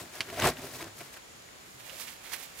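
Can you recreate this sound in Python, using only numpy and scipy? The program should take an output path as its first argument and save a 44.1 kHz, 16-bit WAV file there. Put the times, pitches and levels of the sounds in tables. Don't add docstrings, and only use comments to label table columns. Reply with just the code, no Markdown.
import sys
import numpy as np
from scipy import signal
from scipy.fft import rfft, irfft
from scipy.io import wavfile
from scipy.ndimage import uniform_filter1d

SR = 44100
rng = np.random.default_rng(int(sys.argv[2]) if len(sys.argv) > 2 else 0)


def undo_db(level):
    steps = np.asarray(level, float) / 20
    return 10 ** steps


def file_out(sig):
    cols = np.atleast_2d(sig).T
    lim = np.clip(cols, -1, 1)
    pcm = np.round(lim * 32767).astype(np.int16)
    wavfile.write(sys.argv[1], SR, pcm)


N = 114660

# (peak [s], length [s], weave [dB], walls [dB rel. 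weave], fizz [dB rel. weave])
TUGS = [(.0, 0.12, -46, 2, 3.5), (0.164, 0.16, -46, -4.5, 1), (0.236, 0.095, -54, -27, 3),
        (0.293, 0.097, -44, -5, -3), (0.335, 0.039, -48.5, -2, 3), (0.399, 0.12, -36, -2, -3),
        (0.437, 0.033, -33, -1, -18), (0.453, 0.093, -26, -14, -28), (0.458, 0.092, -30.5, 3.5, 0.5),
        (0.494, 0.03, -39, 10.5, 4), (0.591, 0.097, -46.5, -6.5, -3.5), (0.65, 0.15, -47, -0.5, 2),
        (0.757, 0.24, -48, -2, 4.5), (0.818, 0.054, -41.5, -8, -3), (0.858, 0.1, -49.5, 2, -16),
        (0.983, 0.073, -60.5, 4.5, 13.5), (1.013, 0.039, -43.5, -6, -3), (1.056, 0.14, -53.5, -9, 2.5),
        (1.141, 0.041, -50, -6.5, 3.5), (1.173, 0.021, -45, -9, -4)]
# (peak [s], length [s], husks [dB], fizz [dB rel. husks])
GRABS = [(1.72, 0.37, -70, 11), (1.803, 0.029, -50.5, -1.5), (1.87, 0.13, -51, 1.5),
         (1.908, 0.037, -47, -10), (1.952, 0.21, -49.5, 1.5), (2.014, 0.095, -42.5, 3.5),
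         (2.083, 0.053, -44.5, -0.5), (2.113, 0.14, -49.5, 2), (2.272, 0.15, -47, -1.5),
         (2.336, 0.03, -37, 5.5), (2.343, 0.16, -43.5, -2), (2.402, 0.08, -48.5, 2.5),
         (2.436, 0.063, -48.5, 6), (2.5, 0.32, -54.5, -1.5), (2.595, 0.083, -47.5, 4.5)]
# (time [s], peak [dB], ring [Hz], share of sharp tick [0-1])
SNAPS = [(0.3004, -24.5, 2070, 0), (0.3301, -37.5, 1770, 0), (.3815, -31, 700, 0.3),
         (.3903, -36, 5000, 0.5), (0.3998, -15, 4740, 0.7), (.4075, -25, 920, 0.15),
         (0.422, -10, 1800, 0.37), (0.422, -12, 2900, 0.15), (.4318, -18, 1890, 0.4),
         (.4385, -13, 1920, .4), (0.4435, -9, 1110, 0.47), (.4535, -15, 8500, 0.1),
         (0.4572, -22.5, 1090, 1), (.4608, -10, 895, 0.25), (.4633, -11.5, 787, 0.3),
         (.4665, -25, 7700, .2), (.4712, -18, 1380, .15), (0.4726, -11.5, 7640, 0.06),
         (.4745, -18, 790, 0.78), (.48, -19, 690, 0.5), (.4834, -19, 700, 0.35), (.488, -17, 7800, 0),
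         (.4995, -21, 11000, .3), (.5022, -27, 4020, 0.7), (0.5702, -31, 2660, 0.7), (.5955, -31, 1810, .3),
         (.626, -29.5, 2410, 0.2), (.654, -39, 5000, 0.8), (.7515, -31, 2550, .4), (0.8047, -30, 1000, 0.4),
         (0.8101, -28.5, 2300, 0.2), (.8258, -30, 1610, 0.1), (0.8432, -28, 3500, 0.8),
         (0.983, -32, 11100, 0.4), (0.989, -28.5, 9500, 0.3), (1.0087, -26, 1830, 0.6),
         (1.1404, -31, 2360, 0), (1.171, -34, 1900, 0.3), (1.488, -40, 1930, 0.1),
         (1.896, -31.5, 2750, 0.15), (1.9027, -29.5, 2840, 0), (2.08, -32, 2310, .1),
         (2.0887, -33, 2700, 0.4), (2.259, -37, 2170, 0), (2.3195, -30, 1700, 0), (2.333, -25, 1890, 0.06),
         (2.3357, -22, 5530, 0.2), (2.3377, -24, 1950, 0.1), (2.3406, -25, 1900, 0.1),
         (2.3438, -27, 1850, 0.3), (2.596, -34, 3500, 0.2)]
# (time [s], level [dB], left-right [dB])
STRIP_POP = (0.2057, -12, -4)
# (frequency [Hz], level [dB], t60 [s])
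STRIP_MODES = [(1780, -14.5, 0.04), (2117, -5, 0.02), (2290, -8.5, 0.011), (2900, 4, 0.007),
               (3710, -3, 0.0065), (4550, 0.5, 0.0059), (5530, -3.5, 0.0049), (8050, -5, 0.0028),
               (10240, -2, 0.0024)]
# (frequency [Hz], level [dB])
POP_TAIL_COLOUR = [(900, -2), (1800, 3), (3000, 6), (6000, -4.5), (12000, -22)]
# (frequency [Hz], level [dB per Hz])
WEAVE_COLOUR = [(200, -42), (500, -5.5), (1000, -5), (1700, -1.5), (3000, -7), (7000, -10.5),
                (16000, -11.5)]
# (frequency [Hz], level [dB per Hz])
HUSK_COLOUR = [(200, -12), (700, -3), (1400, -4), (2200, -0.5), (3200, -3.5), (6000, -7), (13000, -7.5),
               (16000, -11)]
# (frequency [Hz], level [dB])
WEAVE_WIDTH = [(180, -43), (550, -33), (1650, -11), (5000, -1.5), (15000, -12)]
# (frequency [Hz], level [dB])
HUSK_WIDTH = [(180, -14), (600, -5.5), (3000, -7.5), (15000, -3)]
# (frequency [Hz], width [Hz], level [dB])
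WALL_MODES = [(61.5, 29, -10.5), (103, 30, -5.5), (147, 23, -5), (262, 36, -3.5), (368, 30, -0.5),
              (420, 84, -3), (640, 72, -2), (746, 61, -4.5), (1060, 150, -7.5)]
# (peak [s], frequency [Hz], level [dB])
PANEL_BOOMS = [(0.161, 624, -44), (0.202, 344, -44.5), (0.207, 651, -45.5), (0.289, 398, -45),
               (0.328, 403, -41), (0.335, 667, -37.5), (0.34, 511, -49), (0.422, 877, -32.5),
               (0.467, 715, -27), (0.479, 366, -21), (0.594, 263, -42.5), (0.608, 333, -59),
               (0.624, 1006, -59), (0.639, 635, -39.5), (0.65, 253, -39.5), (0.649, 398, -39.5),
               (0.679, 495, -46.5), (0.753, 328, -50), (0.807, 1012, -44.5), (0.83, 328, -40)]
# (peak [s], level [dB], frequency [Hz])
KNOCKS = [
    (0.378, -27, 716),
    (0.859, -46, 550),
    (1.863, -47, 896),
    (1.889, -48, 505),
    (1.931, -43.5, 536),
    (1.944, -44, 638),
    (1.959, -48, 727),
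    (1.984, -45, 620),
]
# (time [s], level [dB], frequency [Hz])
THUMPS = [
    (.17, -55, 101.7),
    (.31, -53, 87),
    (.4, -51, 100),
    (0.441, -37, 147),
    (.46, -49, 62.8),
    (.725, -55, 127.6),
    (.86, -53, 104.2),
    (.98, -54, 135.4),
    (1.74, -60, 122.3),
]
# (frequency [Hz], level [dB])
LEAF_COLOUR = [(100, -44), (700, -15), (2000, -33), (6000, -7), (14000, -6)]
# (frequency [Hz], share [0-1])
SIDE_BIAS = [(300, 0.), (1200, 0.45), (3000, 0.93)]
# (frequency [Hz], level [dB per Hz])
HUSH_COLOUR = [(15, -42), (25, -6.5), (145, -5.5), (293, -6), (373, -5), (2350, -9), (2690, -10.5),
               (7110, -15), (16000, -25)]
# (frequency [Hz], correlation [-1 to 1])
HUSH_LIKENESS = [(60, 1), (240, 0.28), (950, -0.32), (3770, 0.066), (15000, 0.025)]

BASKET_S = 1.6
SACK_PAN_DB, BASKET_PAN_DB = 1.5, -12.5


def sack():
    slips = clicks(per_s=20000, spread_db=2.0, clump_db=1.4, clump_s=0.0044)
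    knocks = clicks(per_s=1800, spread_db=1.5, clump_db=1.5, clump_s=0.01)
    flex = effort(TUGS, column=3)
    slack_drop = 0.059
    taut = 1 - slack_drop * (1 - np.sqrt(flex / flex.max()))
    walls = np.zeros(N)
    for k, (hz, width, db) in enumerate(WALL_MODES):
        walls += (-1) ** k * undo_db(db) * resonate(knocks, hz * taut, width) / np.sqrt(width)
    weave = rustle(slips, WEAVE_COLOUR, WEAVE_WIDTH, TUGS, fizz_column=4, cycles=1.8,
                   pan_db=SACK_PAN_DB, lag_s=-0.000018)
    return weave + placed(flex * evened(walls), pan_db=0.5)


def booms():
    rise_s, fall_s, boom_db, knock_db = 0.0098, 0.015, -2, -8
    t = np.arange(N) / SR
    hits = [(s, hz, db) for s, hz, db in PANEL_BOOMS]
    hits += [(s, hz, db + knock_db) for s, db, hz in KNOCKS]
    shake = 1 + 0.44 * evened(uniform_filter1d(rng.standard_normal(N), size=200))
    out = np.zeros(N)
    for s, hz, db in hits:
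        decay = np.where(t < s, ((s - t) / rise_s) ** 2, (t - s) / fall_s)
        out += undo_db(db + boom_db) * np.exp(-decay) * np.sin(2 * np.pi * hz * t)
    return shake * out


def husks():
    slips = clicks(per_s=14000, spread_db=1.0, clump_db=0.9, clump_s=0.0066)
    return rustle(slips, HUSK_COLOUR, HUSK_WIDTH, GRABS, fizz_column=3, cycles=1.5,
                  pan_db=BASKET_PAN_DB, lag_s=0.00005)


def snaps():
    ring_cycles, tick_gain, tick_s, snap_db = 6.7, 1.4, 0.00032, -3
    tick_reach = 1.5
    puff_db, puff_s = -10, 0.026
    on_sack, in_basket = np.zeros((2, N + 2000))
    t = np.arange(2000) / SR
    for s, db, hz, tick in SNAPS:
        noise = rng.standard_normal(2000)
        tick = np.clip(tick, 0, 1)
        puff = evened(resonate(noise, hz, 0.5 * hz))
        puff *= undo_db(puff_db - 60 * t / puff_s * np.sqrt(hz / 2000))
        ring = np.sin(2 * np.pi * hz * t) * np.exp(-3 * t * hz / ring_cycles)
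        body = (ring + puff) * np.minimum(t * hz, 1)
        crack = resonate(resonate(noise, hz, tick_reach * hz), hz, tick_reach * hz)
        crack = tick_gain * evened(crack) * np.exp(-t / tick_s)
        place = in_basket if s > BASKET_S else on_sack
        add(place, s, undo_db(db + snap_db) * ((1 - tick) * body + tick * crack))
    return placed(on_sack[:N], SACK_PAN_DB) + placed(in_basket[:N], BASKET_PAN_DB)


def strip_pop():
    tail_db, tail_s, rise_s = -16, 0.07, 0.0004
    out, t = np.zeros(N + 2000), np.arange(2000) / SR
    s, db, pan_db = STRIP_POP
    ring = sum(undo_db(d - 60 * t / t60) * np.sin(2 * np.pi * hz * t) for hz, d, t60 in STRIP_MODES)
    cracks = evened(coloured(rng.standard_normal(2000), POP_TAIL_COLOUR)[:2000])
    pop = ring / 2 + undo_db(tail_db - 60 * t / tail_s) * cracks
    add(out, s, undo_db(db) * pop * np.minimum(t / rise_s, 1) ** 2)
    return placed(out[:N], pan_db)


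def thumps():
    push_s = 0.025
    t, out = np.arange(N) / SR, np.zeros(N)
    for s, db, hz in THUMPS:
        u = np.maximum(t - s, 0) / push_s
        out += undo_db(db) * 3 * u * np.exp(-u) * np.sin(2 * np.pi * hz * t)
    return out


def insects():
    band_hz, width_hz, throb_hz, level_db = 6960, 620, 50, -64.5
    throb = 1.5 + np.cos(np.pi * throb_hz * np.arange(N) / SR) ** 2
    near, other = [resonate(resonate(throb * noise, band_hz, width_hz), band_hz, width_hz)
                   for noise in rng.standard_normal((2, N))]
    return undo_db(level_db) * evened(np.array([near, 0.6 * near + 0.8 * other]))


def hush():
    level_db, patch_db = -51, 0.56
    frames, hz = N // 256 + 5, np.fft.rfftfreq(1024, 1 / SR)
    a, b, c, d, patches = rng.standard_normal((frames, 513, 5)).T
    patches = evened(uniform_filter1d(uniform_filter1d(patches, 12, 0), 14, 1))
    same = np.clip(read(HUSH_LIKENESS, hz), -1, 1)[:, None]
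    left = a + 1j * b
    right = same * left + np.sqrt(1 - same ** 2) * (c + 1j * d)
    z = np.array([left, right]) * undo_db(read(HUSH_COLOUR, hz)[:, None] + patch_db * patches)
    return undo_db(level_db) * evened(signal.istft(z, nperseg=1024, noverlap=768)[1][:, :N])


def rustle(train, colour, width, rows, fizz_column, cycles, pan_db, lag_s):
    fizz_hz = 4140
    mid = grains(train, 254.7, 17060, cycles, count=24)
    side = coloured(grains(train, 254.7, 17060, cycles, count=24), width)
    hz, sign = np.fft.rfftfreq(N, 1 / SR), np.array([[0.5], [-0.5]])
    z = rfft([mid + side, mid - side])
    z = z * undo_db(read(colour, hz) + sign * pan_db * read(SIDE_BIAS, hz))
    z = z * np.exp(-2j * np.pi * hz * sign * lag_s)
    high = 1 / (1 + (fizz_hz / (hz + 1)) ** 4)
    scale = 1 / np.sqrt(np.mean(irfft(z.mean(0), N) ** 2))
    body = effort(rows) * irfft(z * (1 - high), N)
    fizz = effort(rows, column=fizz_column) * irfft(z * high, N)
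    return scale * (body + fizz)


def effort(rows, column=None):
    edge_db, rise_share = -12.5, 0.47
    rows, t = np.array(rows), np.arange(N)[:, None] / SR
    u = (t - rows[:, 0]) / rows[:, 1]
    u = np.where(u < 0, -u / rise_share, u / (1 - rise_share))
    offset_db = 0 if column is None else rows[:, column]
    db = rows[:, 2] + edge_db * u ** 1.3 + offset_db
    return np.sqrt((undo_db(np.maximum(db, -150)) ** 2).sum(axis=1))


def clicks(per_s, spread_db, clump_db, clump_s):
    happens = rng.random(N) < per_s / SR
    size = np.minimum(rng.exponential(1, N), 4)
    sign = rng.choice([-1., 1.], N)
    width = max(int(clump_s * SR), 2)
    clump = evened(uniform_filter1d(uniform_filter1d(rng.standard_normal(N), width), width))
    return evened(sign * undo_db(spread_db * size + clump_db * clump) * happens)


def grains(train, lo_hz, hi_hz, cycles, count):
    patch, out, t = rng.integers(0, count, N), np.zeros(N), np.arange(1200) / SR
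    for k, hz in enumerate(np.geomspace(lo_hz, hi_hz, count)):
        ring = np.sin(2 * np.pi * hz * t) * np.exp(-t * hz / cycles)
        ring *= np.sqrt(hz / lo_hz) / np.linalg.norm(ring)
        out += signal.oaconvolve(train * (patch == k), ring)[:N]
    return evened(out)


def placed(x, pan_db):
    scatter_t60_s = 0.02
    hz, t = np.fft.rfftfreq(N, 1 / SR), np.arange(3000) / SR
    direct = irfft(rfft(x) * undo_db(np.outer([0.5, -0.5], pan_db * read(SIDE_BIAS, hz))), N)
    taps = rng.standard_normal((2, 3000)) * (rng.random((2, 3000)) < 0.3)
    taps *= undo_db(-60 * t / scatter_t60_s)
    taps /= np.linalg.norm(taps, axis=1, keepdims=True)
    scatter = [coloured(signal.oaconvolve(d, h)[:N], LEAF_COLOUR) for d, h in zip(direct, taps)]
    return direct + np.array(scatter)


def resonate(x, hz, width):
    turn = np.exp(2j * np.pi * np.cumsum(hz * np.ones(len(x))) / SR)
    r = np.exp(-np.pi * width / SR)
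    return 2 * (turn * signal.lfilter([1 - r], [1, -r], x / turn + 1e-18)).real


def coloured(x, points):
    half = read(points, np.fft.rfftfreq(4096, 1 / SR)) * np.log(10) / 20
    full = np.concatenate([half, half[-2:0:-1]])
    taps = np.fft.ifft(np.exp(full - 1j * signal.hilbert(full).imag)).real[:2048]
    return signal.oaconvolve(x, taps)[:N]


def read(points, hz):
    f, value = np.transpose(points)
    return np.interp(np.log(hz + 1), np.log(f + 1), value)


def evened(x):
    return x / np.sqrt(np.mean(x ** 2) + 1e-20)


def add(mix, s, sound):
    start = round(s * SR)
    mix[start:start + len(sound)] += sound


def scene():
    hands = sack() + booms() + husks() + snaps() + strip_pop() + thumps()
    return hands + insects() + hush()


def band_limit(x):
    return signal.sosfilt(signal.butter(12, 15870, fs=SR, output="sos"), x)


def record(dry):
    hz = np.fft.rfftfreq(N, 1 / SR)
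    response = (hz < 15800) / np.sqrt(1 + (45 / (hz + 1)) ** 4)
    return band_limit(irfft(rfft(dry) * response, N))


dry = scene()
out = record(dry)
file_out(out)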